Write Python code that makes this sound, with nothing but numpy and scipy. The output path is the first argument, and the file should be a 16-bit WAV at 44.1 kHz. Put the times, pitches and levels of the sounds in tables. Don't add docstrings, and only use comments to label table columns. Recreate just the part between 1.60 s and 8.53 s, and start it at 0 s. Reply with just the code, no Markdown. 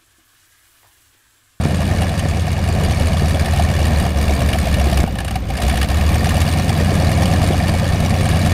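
import sys
import numpy as np
from scipy import signal
from scipy.fft import rfft, irfft, next_fast_len
from scipy.io import wavfile
from scipy.ndimage import uniform_filter1d

SR = 44100
rng = np.random.default_rng(int(sys.argv[2]) if len(sys.argv) > 2 else 0)


def master_out(mix):
    frames = np.transpose(np.atleast_2d(mix))
    ceiling = np.clip(frames, -1, 1)
    pcm = np.round(ceiling * 32767).astype(np.int16)
    wavfile.write(sys.argv[1], SR, pcm)


N = 305613
TIME = np.arange(N) / SR
IDLE_HZ = 84.3


def from_db(db):
    return 10 ** (np.asarray(db) / 20)


def rms_one(x):
    return x / np.sqrt(np.mean(x ** 2) + 1e-20)


def evened(x, size=5200):
    power = uniform_filter1d(uniform_filter1d(x ** 2, size), size // 2)
    return x / np.sqrt(np.abs(power) + 1e-12)


def in_time(rows):
    s, *columns = np.transpose(rows)
    return [np.interp(TIME, s, c) for c in columns]


def noise(spectrum):
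    hz, db = np.transpose(spectrum)
    size = next_fast_len(N, True)
    bins = np.maximum(np.fft.rfftfreq(size, 1 / SR), 1)
    ends = (np.minimum(bins / hz[0], 1) * np.minimum(hz[-1] / bins, 1)) ** 2
    gain = from_db(np.interp(np.log(bins), np.log(hz), db)) * ends
    return rms_one(irfft(gain * rfft(rng.standard_normal(size)))[:N])


def resonance(x, hz, width_hz):
    r = np.exp(-np.pi * width_hz / SR)
    poles = [1, -2 * r * np.cos(2 * np.pi * hz / SR), r * r]
    return signal.lfilter(np.array([1, 0, -1]) * (1 - r * r) / 2, poles, x + 1e-18)


def noise_band(hz, width_hz, size):
    band = resonance(rng.standard_normal(N), hz, width_hz)
    return evened(resonance(band, hz, width_hz), size)


def soften(x, hz):
    r = np.exp(-2 * np.pi * hz / SR)
    return signal.lfilter([1 - r], [1, -r], x + 1e-18)


def clicks(times, sizes):
    inside = (times >= 0) & (times < TIME[-1])
    return np.bincount((times[inside] * SR).astype(int), sizes[inside], N)


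def puffs(times, sizes, rise_s):
    age = np.arange(int(SR * .08)) / SR / rise_s
    return np.abs(signal.oaconvolve(clicks(times, sizes), age * np.exp(1 - age))[:N])


def uneven(times, spread_db):
    return from_db(spread_db * np.clip(rng.standard_normal(len(times)), -2, 2))


def by_chance(times, chance):
    return times[rng.random(len(times)) < chance]


# time in seconds, firings per second.
ENGINE_SPEED = [(0.0, 82.72), (0.3, 83.57), (1.4, 80.77), (2.2, 77.83), (2.6, 73.52), (3.0, 71.3),
                (3.3, 68.96), (3.5, 64.98), (3.7, 64.58), (3.9, 59.45), (4.1, 65.31), (4.5, 76.87),
                (4.7, 81.15), (5.0, 83.83), (5.8, 86.78), (6.6, 87.56), (6.93, 86.59)]
# thump lateness and extra delay the long way round the ring, both
# in firing intervals, thump, rasp and bark accents in dB, bark pitch in Hz, valve pitch in Hz.
CYLINDER_VOICES = [(0.034, 0.68, 1, 2, -2, 668, 3100), (0.13, 0.404, -3.5, -0.5, 1, 732, 5680),
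                   (0.076, 0.314, 0.5, -5, -9, 542, 4200), (-0.027, .34, -1.5, 0.5, -9.5, 546, 7000),
                   (0.0094, .2, -1.5, 0.5, -14, 558, 9000), (.079, 1.31, .5, 1, -8, 675, 4030),
                   (-0.17, 0.42, -8, -2.5, -6, 695, 2320), (-0.19, 0.434, 1, -3, -2, 740, 9450),
                   (-0.057, 0.084, -2, 0.5, -3.5, 564, 2760)]


def firings():
    rate, = in_time(ENGINE_SPEED)
    turned = np.cumsum(rate) / SR
    number = np.arange(int(turned[-1]) + 1)
    return rate, np.interp(number, turned, TIME), number % len(CYLINDER_VOICES)


def thumps(rate, times, detour_s, sizes, long_way_gain, soft_hz):
    crank = np.cumsum(rate / max(85.3, rate.mean())) / SR
    short_way = clicks(np.interp(times, TIME, crank), sizes)
    long_way = clicks(np.interp(times + detour_s, TIME, crank), sizes)
    swing = resonance(short_way + long_way_gain * long_way, hz=103.2, width_hz=81)
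    swing = soften(soften(swing, soft_hz), soft_hz)
    return -evened(np.interp(crank, TIME, swing))


def firing_note(rate, share, share_per_hz):
    weak_place, weak_half_width = 7.1, 1.5
    turned = np.cumsum(rate) / SR
    place = turned % len(CYLINDER_VOICES)
    dip = 1 - .84 * np.exp(-((place - weak_place) / weak_half_width) ** 2)
    level = share + share_per_hz * np.maximum(IDLE_HZ - rate, 0)
    return level * dip * -np.sin(2 * np.pi * turned)


# frequency in Hz, relative noise density in dB.
RUMBLE_COLOUR = [(15, -24), (30, 0), (45, -13), (70, 7.5), (110, -4), (200, 3), (260, -7), (310, -7),
                 (400, -14.5), (600, -9.5), (900, -19.5), (1500, -33)]


def rumble():
    return evened(noise(RUMBLE_COLOUR))


def barks(times, cylinder, sizes, width_hz, rise_s, gas_db):
    out, gas = 0, from_db(gas_db) * rng.standard_normal(N)
    for k, (*_, hz, _) in enumerate(CYLINDER_VOICES):
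        at, size = times[cylinder == k], sizes[cylinder == k]
        push = clicks(at + rise_s, size) + gas * puffs(at, size, rise_s)
        out = out + resonance(push, hz, width_hz)
    return evened(signal.sosfilt(signal.butter(2, [450, 860], "band", fs=SR, output="sos"), out))


# frequency in Hz, relative noise density in dB.
RASP_COLOUR = [(400, -8.5), (800, -8.5), (1100, -2.5), (1450, -9), (2000, -8), (2500, -3.5), (3200, -11.5),
               (4700, -8), (6000, -10), (8800, -14.5), (12000, -16), (15800, -24)]
# pitch in Hz, width in Hz, gain in dB.
PIPE_MODES = [(1200, 250, -1.5), (1697, 113, 7), (1814, 76, 10), (2246, 200, 4), (2877, 64, 7),
              (3008, 100, -9.5), (3417, 204, 5), (3836, 83, 2), (4350, 82, 0.5), (4690, 170, 0),
              (5390, 47, -4), (6410, 105, -1.5), (7500, 230, -2.5), (8550, 390, 2), (9600, 250, -2.5),
              (11460, 200, -29)]


def pipe_rasp(times, sizes, steady, spread_db, rise_s=.0032):
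    gas = noise(RASP_COLOUR)
    flow = steady * soften(noise(RASP_COLOUR), hz=3060)
    out = gas * puffs(times, sizes, rise_s) + flow
    for hz, width_hz, db in PIPE_MODES:
        bursts = gas * puffs(times, sizes * uneven(times, spread_db), rise_s)
        out = out + from_db(db) * resonance(bursts + flow, hz, width_hz)
    return out


def valves(times, cylinder, sizes, width_hz, rise_s):
    out, gas = 0, rng.standard_normal(N)
    for k, (*_, hz) in enumerate(CYLINDER_VOICES):
        opening = puffs(times[cylinder == k], sizes[cylinder == k], rise_s)
        out = out + resonance(gas * opening, hz, width_hz)
    return evened(out)


# frequency in Hz, relative noise density in dB.
JET_COLOUR = [(2500, 4.5), (4700, -0.5), (7000, -8), (9000, 1.5), (11500, 0), (13500, -15), (15800, -19)]


def jet(times, sizes, rise_s):
    return noise(JET_COLOUR) * puffs(times, sizes, rise_s)


def exhaust_gas(rate, times, cylinder, bursts, level):
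    rasp = evened(pipe_rasp(times - .0018, bursts, steady=1, spread_db=6.5))
    zing = valves(times - .0012, cylinder, bursts * uneven(times, 4.5), width_hz=190, rise_s=.0017)
    hiss = evened(jet(times - .0015, bursts * uneven(times, 4.5), rise_s=.0032))
    bright = from_db(-13.5) * zing + from_db(-14.5) * hiss
    labour = from_db(.2069 * np.maximum(IDLE_HZ - rate, 0))
    force = labour * (level / level.mean()) ** .73
    return (rasp + bright * force) * level


# frequency in Hz, relative noise density in dB.
WASH_COLOUR = [(150, 2.5), (400, -13.5), (1000, -15.5), (2500, -20), (5000, -28.5), (9000, -37),
               (15000, -48)]


def wash(level_db):
    return from_db(level_db) * noise(WASH_COLOUR)


def airfield(x, echo_db, dull_hz):
    lags = (np.array([.013, .029, .071, .19, .31]) * SR).astype(int)
    echoes = sum(np.pad(x, (lag, 0))[:N] / (k + 1) for k, lag in enumerate(lags))
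    return x + from_db(echo_db) * soften(echoes, dull_hz)


# start in seconds, relative thud and snap levels in dB.
AFTERFIRE_POPS = [(.055, -3, -19), (.656, -9, -20), (1.151, -12, -31), (1.815, -11, -23), (2.465, -12, -21),
                  (3.396, -9, -17), (3.44, -4.5, -9), (6.093, -9, -29)]


def pops(thud_db, thud_hz, width_hz, snap_db, snap_hz):
    s, thuds, snaps = np.transpose(AFTERFIRE_POPS)
    thud = resonance(clicks(s, from_db(thuds + thud_db)), thud_hz, width_hz) * SR / (2 * np.pi * width_hz)
    snap = resonance(clicks(s, from_db(snaps + snap_db)), snap_hz, snap_hz) * SR / (2 * np.pi * snap_hz)
    return soften(thud, hz=500) + soften(snap, hz=1800)


# start in seconds, relative peak level in dB.
HEAVY_COUGHS = [(.141, -24), (.314, -21), (1.233, -19), (1.619, -17.5), (1.741, -14.5), (2.467, -19),
                (2.699, -21), (3.265, -19), (5.204, -16), (5.315, -17), (5.903, -12.5)]


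def coughs(times, chance, stray_db, trim_db):
    strays = [(s, stray_db) for s in by_chance(times, chance)]
    s, db = np.transpose(HEAVY_COUGHS + strays)
    gas = noise_band(hz=372, width_hz=205, size=600)
    return gas * puffs(s, from_db(db + trim_db), rise_s=.0036)


def stray_spits(times, interval, rasp_db, lit, crack_db, bark_db):
    chance = .021 + .0022 * np.maximum(IDLE_HZ - 1 / interval, 0)
    s = by_chance(times, chance * lit * from_db(rasp_db) ** 2)
    return np.column_stack([s, [crack_db, bark_db] + 2 * rng.standard_normal((len(s), 2))])


# start in seconds, relative crack and bark in dB.
SPITS_AND_BARKS = [(.417, -22, -14), (.5924, -18, -23), (.7663, -38, -13.5), (1.856, -22, -34),
                   (1.9334, -23, -12), (1.994, -20.5, -5), (2.0204, -20.5, -27), (2.252, -19, -22),
                   (2.398, -21, -23), (2.461, -28, -12.5), (2.7044, -34, -15), (2.9302, -18, -19),
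                   (3.143, -20, -26), (3.196, -20.5, -28), (3.257, -37, -16), (3.297, -21, -22),
                   (3.3727, -16, -17), (3.4744, -27, -16), (3.553, -27, -21), (3.585, -20, -25),
                   (3.6024, -21.5, -21), (3.6457, -21.5, -21), (3.6794, -20, -24), (3.7074, -20.5, -17),
                   (3.755, -20.5, -12), (3.9012, -25, -14), (3.973, -21, -30), (4.019, -18, -22),
                   (4.0831, -25, -14), (4.097, -18, -25), (4.172, -16, -23), (4.2126, -16.5, -29),
                   (4.2273, -17, -19), (4.2852, -21.5, -30), (4.6896, -16.5, -33), (4.814, -16, -21),
                   (5.655, -17, -17), (6.0794, -18, -29)]


def spits_and_barks(strays, crack_db, jet_db, bark_db, clank_db):
    s, crack, bark = np.vstack([SPITS_AND_BARKS, strays]).T
    stub_hz = max(hz for *_, hz, _ in CYLINDER_VOICES)
    stub = noise_band(stub_hz, width_hz=91, size=400)
    wall = noise_band(hz=2867, width_hz=300, size=400)
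    cracks = pipe_rasp(s, from_db(crack + crack_db), steady=0, spread_db=7.5)
    hiss = jet(s, from_db(crack + jet_db), rise_s=.0023)
    clanks = wall * puffs(s, from_db(crack + clank_db), rise_s=.0039)
    return cracks + hiss + clanks + stub * puffs(s, from_db(bark + bark_db), rise_s=.0046)


# start and end in seconds, thump loss in dB, gas loss in dB.
MISFIRE_SPELLS = [(0.486, .58, 4.5, 0.5), (1.83, 1.903, 3, -0.5), (2.498, 2.566, 7, 5),
                  (3.444, 3.759, 8, 9.5), (3.774, 3.891, 8, 15), (3.895, 3.98, 5.5, 5.5),
                  (3.967, 4.032, 10, 0.5), (4.257, 4.285, 11, 7.5)]


def misfires(edge_s):
    thump, gas = np.zeros((2, N))
    for start, end, thump_db, gas_db in MISFIRE_SPELLS:
        spell = (np.tanh((TIME - start) / edge_s) - np.tanh((TIME - end) / edge_s)) / 2
        thump, gas = thump + thump_db * spell, gas + gas_db * spell
    return thump, gas


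def whistle(rate, level_db, idle_pitch_hz, waver_hz, flutter):
    best_rate, stall_rate = 73.6, 64.2
    lag_s, start_s, fade_s, stall_drop_hz = .3, .6, 2.7, 470
    trailing = np.interp(TIME - lag_s, TIME, rate)
    stalling = soften(1. * (rate < stall_rate), hz=3)
    hz = idle_pitch_hz - 26 * (IDLE_HZ - trailing) - stall_drop_hz * stalling
    loss_db = ((np.maximum(trailing, stall_rate) - best_rate) / 3.5) ** 2 / 2
    level = from_db(level_db - loss_db) * np.clip((TIME - start_s) / fade_s, 0, 1)
    waver, swell = (rms_one(soften(soften(w, hz=90), hz=90)) for w in rng.standard_normal((2, N)))
    return level * (1 + flutter * swell) * np.sin(2 * np.pi * np.cumsum(hz + waver_hz * waver) / SR)


# time in seconds, then thump, rumble, bark and rasp faders in dB.
EFFORT_FADERS = [(0, -18.5, -22, -28.5, -30.5), (0.4, -17, -20.5, -28.5, -29.0),
                 (0.75, -18.5, -25.5, -30.5, -31.0), (1, -18.0, -24, -29, -31.0),
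                 (1.25, -17, -19.5, -27, -28.5), (1.9, -15.5, -24, -27.5, -28.5),
                 (2.35, -15.5, -19, -28, -28), (2.8, -16.5, -20, -27.0, -28),
                 (3.4, -14.5, -22, -25.5, -28.5), (4.1, -16.5, -22.5, -27.0, -27.5),
                 (4.4, -16, -22.5, -28.0, -28), (4.75, -15.5, -21, -25.5, -26),
                 (5.05, -17.0, -20.5, -28, -27.5), (5.6, -16.0, -19, -24.5, -26.5),
                 (6.35, -16.5, -22.5, -26.5, -28), (6.93, -15.0, -21.5, -25.5, -26)]


def scene():
    rate, times, cylinder = firings()
    interval = 1 / np.interp(times, TIME, rate)
    late, detour, thump_db, rasp_db, bark_db = np.array(CYLINDER_VOICES)[cylinder, :5].T
    thump_loss, gas_loss = misfires(edge_s=.0087)
    losses = np.array([thump_loss, .38 * gas_loss, 1.5 * gas_loss, gas_loss])
    thump_level, rumble_level, bark_level, rasp_level = from_db(in_time(EFFORT_FADERS) - losses)
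    burning = np.clip(from_db(-gas_loss), 0, 1) ** 2
    lit = np.interp(times, TIME, burning)
    ragged = .0088 + 30 * (interval - interval.min()) + .079 * (1 - lit)
    late = late + ragged * rng.standard_normal(len(times)) / 2
    charge = uneven(times, spread_db=1.9)

    chug = thumps(rate, times + late * interval, detour * interval, charge * from_db(thump_db),
                  long_way_gain=.61, soft_hz=116.5)
    chug = evened(chug + burning * firing_note(rate, share=.045, share_per_hz=.1))
    low = chug * thump_level * from_db(.42) + rumble() * rumble_level * from_db(-.3)

    bark = barks(times - .007024, cylinder, charge ** .4 * from_db(bark_db),
                 width_hz=47, rise_s=.003036, gas_db=-22)
    bursts = charge * from_db(rasp_db) * uneven(times, spread_db=1.1)
    gas = exhaust_gas(rate, times, cylinder, bursts, rasp_level)
    top = bark * bark_level * from_db(-1.8) + gas * from_db(-.87)
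    strays = stray_spits(times, interval, rasp_db, lit, crack_db=-23.5, bark_db=-30)
    top += spits_and_barks(strays, crack_db=-14, jet_db=-9.5, bark_db=-8.5, clank_db=-12.5)
    top += pops(thud_db=5, thud_hz=129, width_hz=140, snap_db=2, snap_hz=520)
    top += coughs(times, chance=.09 * lit, stray_db=-24.5, trim_db=-3.5)

    air = wash(level_db=-35)
    air += whistle(rate, level_db=-47 - .55 * gas_loss, idle_pitch_hz=14380, waver_hz=65, flutter=.8)
    return (low + airfield(top, echo_db=-19.5, dull_hz=2500) + air)[None]


def record(dry):
    notched = dry - .96 * resonance(dry, hz=7710, width_hz=150)
    return signal.sosfilt(signal.ellip(12, .1, 90, 15600, fs=SR, output="sos"), notched)


dry = scene()
out = record(dry)
master_out(out)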